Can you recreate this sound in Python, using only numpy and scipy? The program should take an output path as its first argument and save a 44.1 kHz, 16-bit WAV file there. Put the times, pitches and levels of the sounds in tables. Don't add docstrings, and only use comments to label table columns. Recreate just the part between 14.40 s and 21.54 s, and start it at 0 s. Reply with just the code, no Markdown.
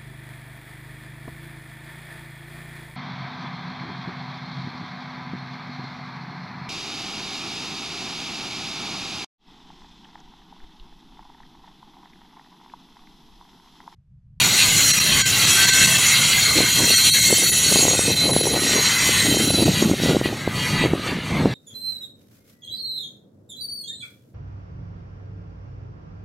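import sys
import numpy as np
from scipy import signal
from scipy.fft import rfft, irfft, next_fast_len
from scipy.io import wavfile
from scipy.ndimage import uniform_filter1d, map_coordinates

SR = 44100
rng = np.random.default_rng(int(sys.argv[2]) if len(sys.argv) > 2 else 0)


def generate_wav(signal):
    frames = np.transpose(np.atleast_2d(signal))
    scaled = np.clip(frames, -1, 1) * 32767
    pcm = np.round(scaled).astype(np.int16)
    wavfile.write(sys.argv[1], SR, pcm)


N = 314860
TIME_S = np.arange(N) / SR

# time_s, level_db
GRIND_LEVEL = [(0, -18.5), (.46, -17), (.66, -20), (.95, -19.5), (1.23, -16), (1.9, -19.5), (2.27, -21.5),
               (2.65, -20.5), (3.1, -24), (3.42, -20.5), (3.55, -26.5), (4.12, -27.5), (4.3, -23),
               (4.78, -20.5), (5.25, -27.5), (5.95, -34), (7.14, -38)]
# time_s, tilt_db_per_octave
GRIND_TILT = [(0, -1), (.48, 1), (.7, 0.1), (2, -0.23), (3, 1.3), (4.1, 0.2), (4.55, -1.1), (5.1, 1.3),
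              (6.2, -4.5), (7.14, -5.5)]
# freq_hz, density_db
FRICTION_SPECTRUM = [(250, -8), (500, -13.5), (900, -6), (1400, 0), (2000, 3.5), (4200, 1), (4900, -1.5),
                     (6300, -4.5), (8000, -6.5), (10500, -12), (12500, -12.5), (14000, -17), (15700, -21.5)]
# offset_db, tilt_lever_octaves
FRICTION_BANDS = [(-16.5, -2.5), (-7, -1.54), (-1.5, -0.5), (-2.5, 0.97), (-9.5, 1.66), (-14.5, 1.5)]
# rest_hz, width_hz, prominence_db
WHEEL_MODES = [(1504, 58, 3.5), (2042, 263, 4.5), (2633, 123, 3.5), (3180, 106, 5.5), (3740, 49, 5.5),
               (4050, 270, 7), (4373, 81, 9), (4810, 140, 6), (5690, 62, 4.5), (5890, 160, 7.5),
               (6700, 74, 15), (6940, 81, 6), (7130, 130, 3.5), (7600, 145, 8), (8485, 156, 8),
               (9370, 130, 2), (10300, 92, 5.5), (11130, 84, -4), (12270, 80, -3), (12620, 200, -10.5),
               (13110, 150, 7), (13500, 150, 4), (14440, 150, 2)]
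# centre_s, length_s, depth_db
HISS_DIPS = [(0.526, 0.016, -13), (0.595, 0.0084, -18.5), (0.839, 0.032, -34), (1.061, .012, -6),
             (1.268, 0.024, -5.5), (1.316, 0.031, -10), (1.467, 0.0087, -11), (1.576, .008, -7),
             (2.563, 0.031, -8), (2.718, 0.033, -45), (2.813, 0.026, -8), (3.11, .016, -47),
             (3.753, 0.011, -26), (3.923, .015, -37), (4.024, .012, -26), (4.973, .015, -11),
             (5.123, .015, -7), (5.249, .01, -13)]
# start_s, length_s, rest_hz, relative_db
WHEEL_SQUEALS = [(0, .85, 4102, -26), (.27, .24, 7214, -29), (.41, .18, 6449, -28), (.44, .19, 5599, -22),
                 (.62, .24, 5605, -28), (.66, .28, 3079, -29), (.76, .15, 1529, -29), (1, .6, 3195, -27),
                 (1.13, .19, 5556, -27), (1.14, .36, 1518, -24), (1.37, .24, 7612, -26),
                 (1.37, .28, 2616, -27), (1.38, .55, 9372, -30), (1.4, 1.5, 10275, -35),
                 (2.03, .85, 4086, -22), (2.25, .55, 3187, -29), (2.3, .85, 13096, -30),
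                 (2.37, .4, 8463, -28), (2.39, .18, 5825, -23), (2.43, .8, 5918, -29),
                 (2.5, .24, 4350, -19.5), (2.55, .56, 9372, -27), (2.66, .16, 3833, -24),
                 (2.68, .74, 4393, -26), (2.76, .26, 2120, -28), (2.84, .17, 7655, -22),
                 (2.98, .52, 10245, -25), (3.03, .15, 6923, -25), (3.25, .2, 4340, -25),
                 (3.32, .32, 7558, -28), (3.36, .2, 6675, -19.5), (3.48, .3, 3725, -31),
                 (3.5, .22, 5825, -28), (3.5, .24, 4360, -30), (3.5, 1.05, 10245, -33),
                 (3.53, .17, 8463, -27), (3.55, .17, 2616, -32), (3.7, .25, 4070, -21),
                 (3.84, .32, 10237, -25.5), (3.98, .9, 4081, -27), (4.24, .2, 5889, -28),
                 (4.34, .21, 6686, -25.5), (4.4, .5, 2067, -28), (4.48, .17, 4759, -30),
                 (4.73, .18, 8764, -28), (4.78, .28, 3187, -28), (4.9, .36, 4081, -24),
                 (4.95, .28, 10261, -28), (5.15, .2, 4716, -31)]
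# start_s, length_s, attack_s, rise_db, ring_db, tilt_db_per_octave
FLANGE_BITES = [(.73, 0.098, 0.018, 2, -9.5, -1), (5.344, 0.0929, 0.021, 3, 2, 0.3),
                (5.618, 0.13, 0.021, 7, -1.5, -0.2), (5.836, 0.038, 0.013, 6.5, 4.5, -0.5),
                (6.148, 0.2, 0.057, 8.5, 3.5, 2.5), (6.353, 0.12, 0.022, 9.5, 3.5, -0.5),
                (6.633, 0.11, 0.028, 6.5, -9, 0.1), (6.856, 0.19, 0.035, 4.5, -6, -.5)]
# rest_hz, relative_db
BITE_MODES = [(1023, -18.5), (1770, -20), (2010, -9), (2470, -12), (2898, -14), (3290, -12), (3998, -20),
              (4610, -11.5), (6698, -18), (8290, -19)]
# time_s, level_db
RUMBLE_LEVEL = [(0, -31), (1.1, -30), (2.9, -32.5), (3.6, -30), (4.05, -29), (4.4, -32.5), (5.2, -26.5),
                (6.05, -31), (6.42, -22), (6.66, -36), (7.04, -21), (7.14, -33)]
# freq_hz, density_db
RUMBLE_SPECTRUM = [(20, -30), (40, -28), (65, -11), (100, -4), (140, -1), (200, -5.5), (300, -13),
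                   (500, -17.5), (900, -24), (2000, -63), (8000, -90)]
# start_s, length_s, relative_db
WIND_GUSTS = [(2.147, 0.1, -27), (2.373, 0.17, -30), (2.902, 0.033, -22.5), (2.991, 0.062, -30.5),
              (3.311, 0.27, -31), (3.669, 0.051, -31), (3.843, 0.091, -27), (4.015, 0.17, -27.5),
              (4.217, 0.21, -32), (4.836, 0.23, -26), (5.068, 0.14, -27.5), (5.204, 0.1, -21),
              (5.404, 0.14, -23), (5.596, .17, -23.5), (5.89, 0.045, -27.5), (6.414, .05, -22),
              (6.517, 0.082, -29), (6.636, .17, -33.5), (7, 0.079, -27)]
# freq_hz, density_db
EDDY_SPECTRUM = [(40, -32), (130, -10), (220, 0.5), (350, -1.5), (500, -11), (700, -20.5), (1000, -28),
                 (1800, -30), (6000, -100)]
# time_s, speed_ratio
AIR_SPEED = [(2.2, 1.01), (3.3, 1.214), (4.2, 1.207), (5.25, .8), (5.9, .88), (7.1, 0.78)]
# centre_s, relative_db, width_cycles
EDDY_POPS = [(2.188, -6.5, 0.27), (2.206, -6, 0.25), (2.928, -4, 0.91), (3.324, -7, .6),
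             (3.359, -4.5, 0.18), (3.453, -6.5, 0.39), (3.482, -5, .22), (3.535, -10, .34),
             (3.593, -5.5, 0.37), (3.965, -1.5, 0.39), (4.012, -10.5, .9), (4.057, -10, 0.51),
             (4.152, -11, 0.37), (4.693, -8.5, 0.48), (4.971, -6, 1), (5.106, -6.5, 0.19), (5.22, -8, .64),
             (5.284, -9.5, .57), (5.426, -3, .96), (5.515, -6.5, 0.8), (5.71, -4.5, 1), (5.768, -3.5, 0.97),
             (5.814, -5.5, .4), (5.859, -4.5, 1), (6.077, -2.5, 0.17), (6.44, -4.5, .3), (6.459, -8, .89),
             (6.536, -3, 0.7), (7.058, 1, 0.47)]


def grinding(clock_s, ring_db=-4.0, abreast_db=5.0, abreast_s=3.12, passing_s=1.93):
    abreast = np.exp(-((TIME_S - abreast_s) / passing_s) ** 2)
    ring_gain = amp(ring_db + abreast_db * abreast) * np.interp(TIME_S, [5.37, 6.041], [1, 0.15])
    dips = dip_gain()
    steel = friction_noise() * dips + ring_gain * wheel_ring(clock_s) * dips ** 0.19
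    level_db, tilt = friction_curves()
    pressure_db = level_db + 0.35 * wobble(21.92)
    edges_hz = [1, 1300, 2400, 5000, 9000, 12000, 20000]
    out = np.zeros(N)
    for lo, hi, (offset_db, octaves) in zip(edges_hz, edges_hz[1:], FRICTION_BANDS):
        band = unit(filtered(steel, lambda hz: colour(FRICTION_SPECTRUM, hz) * (hz >= lo) * (hz < hi)))
        flicker_db = 1.5 * wobble(30)
        out += band * amp(pressure_db + offset_db + octaves * tilt + flicker_db)
    return out


def friction_noise(shimmer_db=3.5):
    spectra = signal.stft(rng.standard_normal(N), nperseg=1024)[2]
    shimmer = uniform_filter1d(rng.standard_normal(spectra.shape), size=3, axis=0)
    shimmer = unit(uniform_filter1d(shimmer, size=9, axis=1))
    return unit(signal.istft(spectra * amp(shimmer_db * shimmer), nperseg=1024)[1][:N])


def friction_curves(release_s=0.032):
    level_db, tilt = curve(GRIND_LEVEL), curve(GRIND_TILT)
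    for start_s, length_s, attack_s, rise_db, _, bite_tilt in FLANGE_BITES:
        bite = held(start_s, length_s, attack_s, release_s)
        level_db += rise_db * bite
        tilt += bite_tilt * bite
    return level_db, tilt


def wheel_ring(clock_s, wheels=9, swell_db=10.8, swell_hz=6, flicker_hz=45, scatter=0.38):
    coarse_s = np.linspace(0, TIME_S[-1], N // 20)
    out = np.zeros(N)
    for rest_hz, width_hz, prominence_db in WHEEL_MODES:
        spread = np.linspace(-np.pi / 2, np.pi / 2, wheels) + rng.uniform(-0.2, 0.2, wheels)
        cluster = 0
        for detune_hz in scatter * width_hz * spread:
            grip = amp(swell_db * np.tanh(wobble(swell_hz, coarse_s) / 2))
            paths = reflections(1.0, flicker_hz, coarse_s)
            cluster += grip * paths * np.exp(2j * np.pi * (detune_hz * coarse_s + rng.random()))
        excess_power = max(amp(prominence_db) ** 2 - 1, 0)
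        strength = 2 * np.sqrt(excess_power * width_hz * 2 / SR)
        carrier = np.exp(2j * np.pi * rest_hz * clock_s)
        out += strength * np.real(np.interp(TIME_S, coarse_s, unit(cluster)) * carrier)
    return out


def squeals(clock_s, gain_db=-1, attack_s=0.0597, release_s=0.065):
    out = np.zeros(N)
    for start_s, length_s, rest_hz, relative_db in WHEEL_SQUEALS:
        envelope = amp(relative_db + gain_db) * held(start_s, length_s, attack_s, release_s)
        out += mode_tone(rest_hz, envelope, clock_s, depth=0.7, flicker_hz=40.17, waver_hz=5.7)
    return out


def bite_ring(clock_s, release_s=0.039):
    contact = sum(amp(ring_db) * held(start_s, length_s, attack_s, release_s)
                  for start_s, length_s, attack_s, _, ring_db, _ in FLANGE_BITES)
    friction_db, _ = friction_curves()
    envelope = contact * amp(friction_db)
    return sum(mode_tone(hz, amp(db) * envelope, clock_s, depth=1.0, flicker_hz=34.84, waver_hz=8.47)
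               for hz, db in BITE_MODES)


def mode_tone(rest_hz, envelope, clock_s, depth, flicker_hz, waver_hz):
    active = envelope > envelope.max() / 300
    time_s = TIME_S[active]
    paths = unit(reflections(depth, flicker_hz, time_s))
    waver_cycles = np.cumsum(waver_hz * wobble(12.22, time_s)) / SR
    cycles = rest_hz * clock_s[active] + waver_cycles + rng.random()
    out = np.zeros(N)
    out[active] = envelope[active] * np.sqrt(2) * np.real(paths * np.exp(2j * np.pi * cycles))
    return out


def reflections(depth, rate_hz, time_s):
    return 1 + depth * (wobble(rate_hz, time_s) + 1j * wobble(rate_hz, time_s))


def doppler_clock(mach=0.024, nearest_s=3.2, passing_s=1.7):
    delay_s = mach * np.hypot(TIME_S - nearest_s, passing_s)
    return TIME_S - delay_s + delay_s[0]


def dip_gain():
    return amp(sum(depth_db * np.exp(-(2 * (TIME_S - centre_s) / length_s) ** 4)
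                   for centre_s, length_s, depth_db in HISS_DIPS))


def rumble(lumpy_db=1.67, deep_hz=240):
    shake = noise(RUMBLE_SPECTRUM)
    deep = filtered(shake, lambda hz: 1 / (1 + (hz / deep_hz) ** 8))
    level_db = curve(RUMBLE_LEVEL) + lumpy_db * wobble(12)
    return amp(level_db) * (deep + (shake - deep) * dip_gain())


def wind(eddy_db=1.5, lumpy_db=5.5, crackle_db=-3, kicks_per_s=55, crackle_hz=560):
    breeze = amp(-41) * held(start_s=2.97, length_s=3, attack_s=0.23, release_s=0.23)
    gusts = sum(amp(db) * held(start_s, length_s, attack_s=0.017, release_s=0.0077)
                for start_s, length_s, db in WIND_GUSTS)
    lumps = amp(lumpy_db * np.clip(wobble(90), -2, 1.5))
    eddies = unit(lumps * noise(EDDY_SPECTRUM))
    kicks = (rng.random(N) < kicks_per_s / SR) * rng.uniform(0.53, 1, N)
    crackle = -unit(filtered(kicks, lambda hz: hz * np.exp(-(hz / crackle_hz) ** 2)))
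    air = amp(eddy_db) * eddies + amp(crackle_db) * crackle
    position = np.cumsum(curve(AIR_SPEED)) % N
    return (breeze + gusts) * np.interp(position, np.arange(N), air)


def wind_pops(gain_db=2.0, base_hz=380, tip_share=0.63, tip_s=0.00024, leak_hz=70):
    out = np.zeros(N)
    for centre_s, relative_db, width_cycles in EDDY_POPS:
        pitch_hz = base_hz * curve(AIR_SPEED, centre_s)
        active = np.abs(TIME_S - centre_s) < 0.02
        offset_s = TIME_S[active] - centre_s
        cycles = offset_s * pitch_hz
        swing = np.cos(2 * np.pi * cycles + rng.standard_normal()) / np.cosh(cycles / width_cycles) ** 2
        tip = 1 / np.cosh(offset_s / tip_s)
        out[active] -= amp(relative_db + gain_db) * ((1 - tip_share) * swing + tip_share * tip)
    return filtered(out, lambda hz: hz ** 2 / (hz ** 2 + leak_hz ** 2))


def amp(db):
    return 10 ** (np.asarray(db) / 20)


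def unit(x):
    return x / np.sqrt(np.mean(np.abs(x) ** 2) + 1e-20)


def colour(spectrum, hz):
    freq_hz, density_db = np.transpose(spectrum)
    return amp(np.interp(np.log(hz + 1), np.log(freq_hz), density_db))


def curve(points, time_s=TIME_S):
    return np.interp(time_s, *np.transpose(points))


def held(start_s, length_s, attack_s, release_s):
    rise = 1 + np.tanh((TIME_S - start_s) / attack_s)
    fall = 1 - np.tanh((TIME_S - start_s - length_s) / release_s)
    return rise * fall / 4


def wobble(rate_hz, time_s=TIME_S):
    position = (time_s - time_s[0]) * rate_hz
    knots = rng.standard_normal(int(position[-1]) + 4)
    grid = np.arange(0, position[-1] + 1, 1 / 8)
    return np.interp(position, grid, map_coordinates(knots, [grid + 1]))


def filtered(x, response):
    size = next_fast_len(N + 8192)
    return irfft(rfft(x, size) * response(np.fft.rfftfreq(size, 1 / SR)), size)[:N]


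def noise(spectrum):
    return unit(filtered(rng.standard_normal(N), lambda hz: colour(spectrum, hz)))


def scene():
    clock_s = doppler_clock()
    wheels = grinding(clock_s) + squeals(clock_s) + bite_ring(clock_s)
    mono = wheels + rumble() + wind() + wind_pops()
    return np.array([mono, mono])


def record(dry, notch_hz=5000, half_width_hz=100, notch_db=-16, top_hz=15800):
    rounded = dry / (1 + np.abs(dry) ** 6) ** (1 / 6)
    notch = lambda hz: amp(notch_db / (1 + ((hz - notch_hz) / half_width_hz) ** 2))
    return np.array([filtered(x, lambda hz: notch(hz) * (hz < top_hz)) for x in rounded])


dry = scene()
out = record(dry)
generate_wav(out)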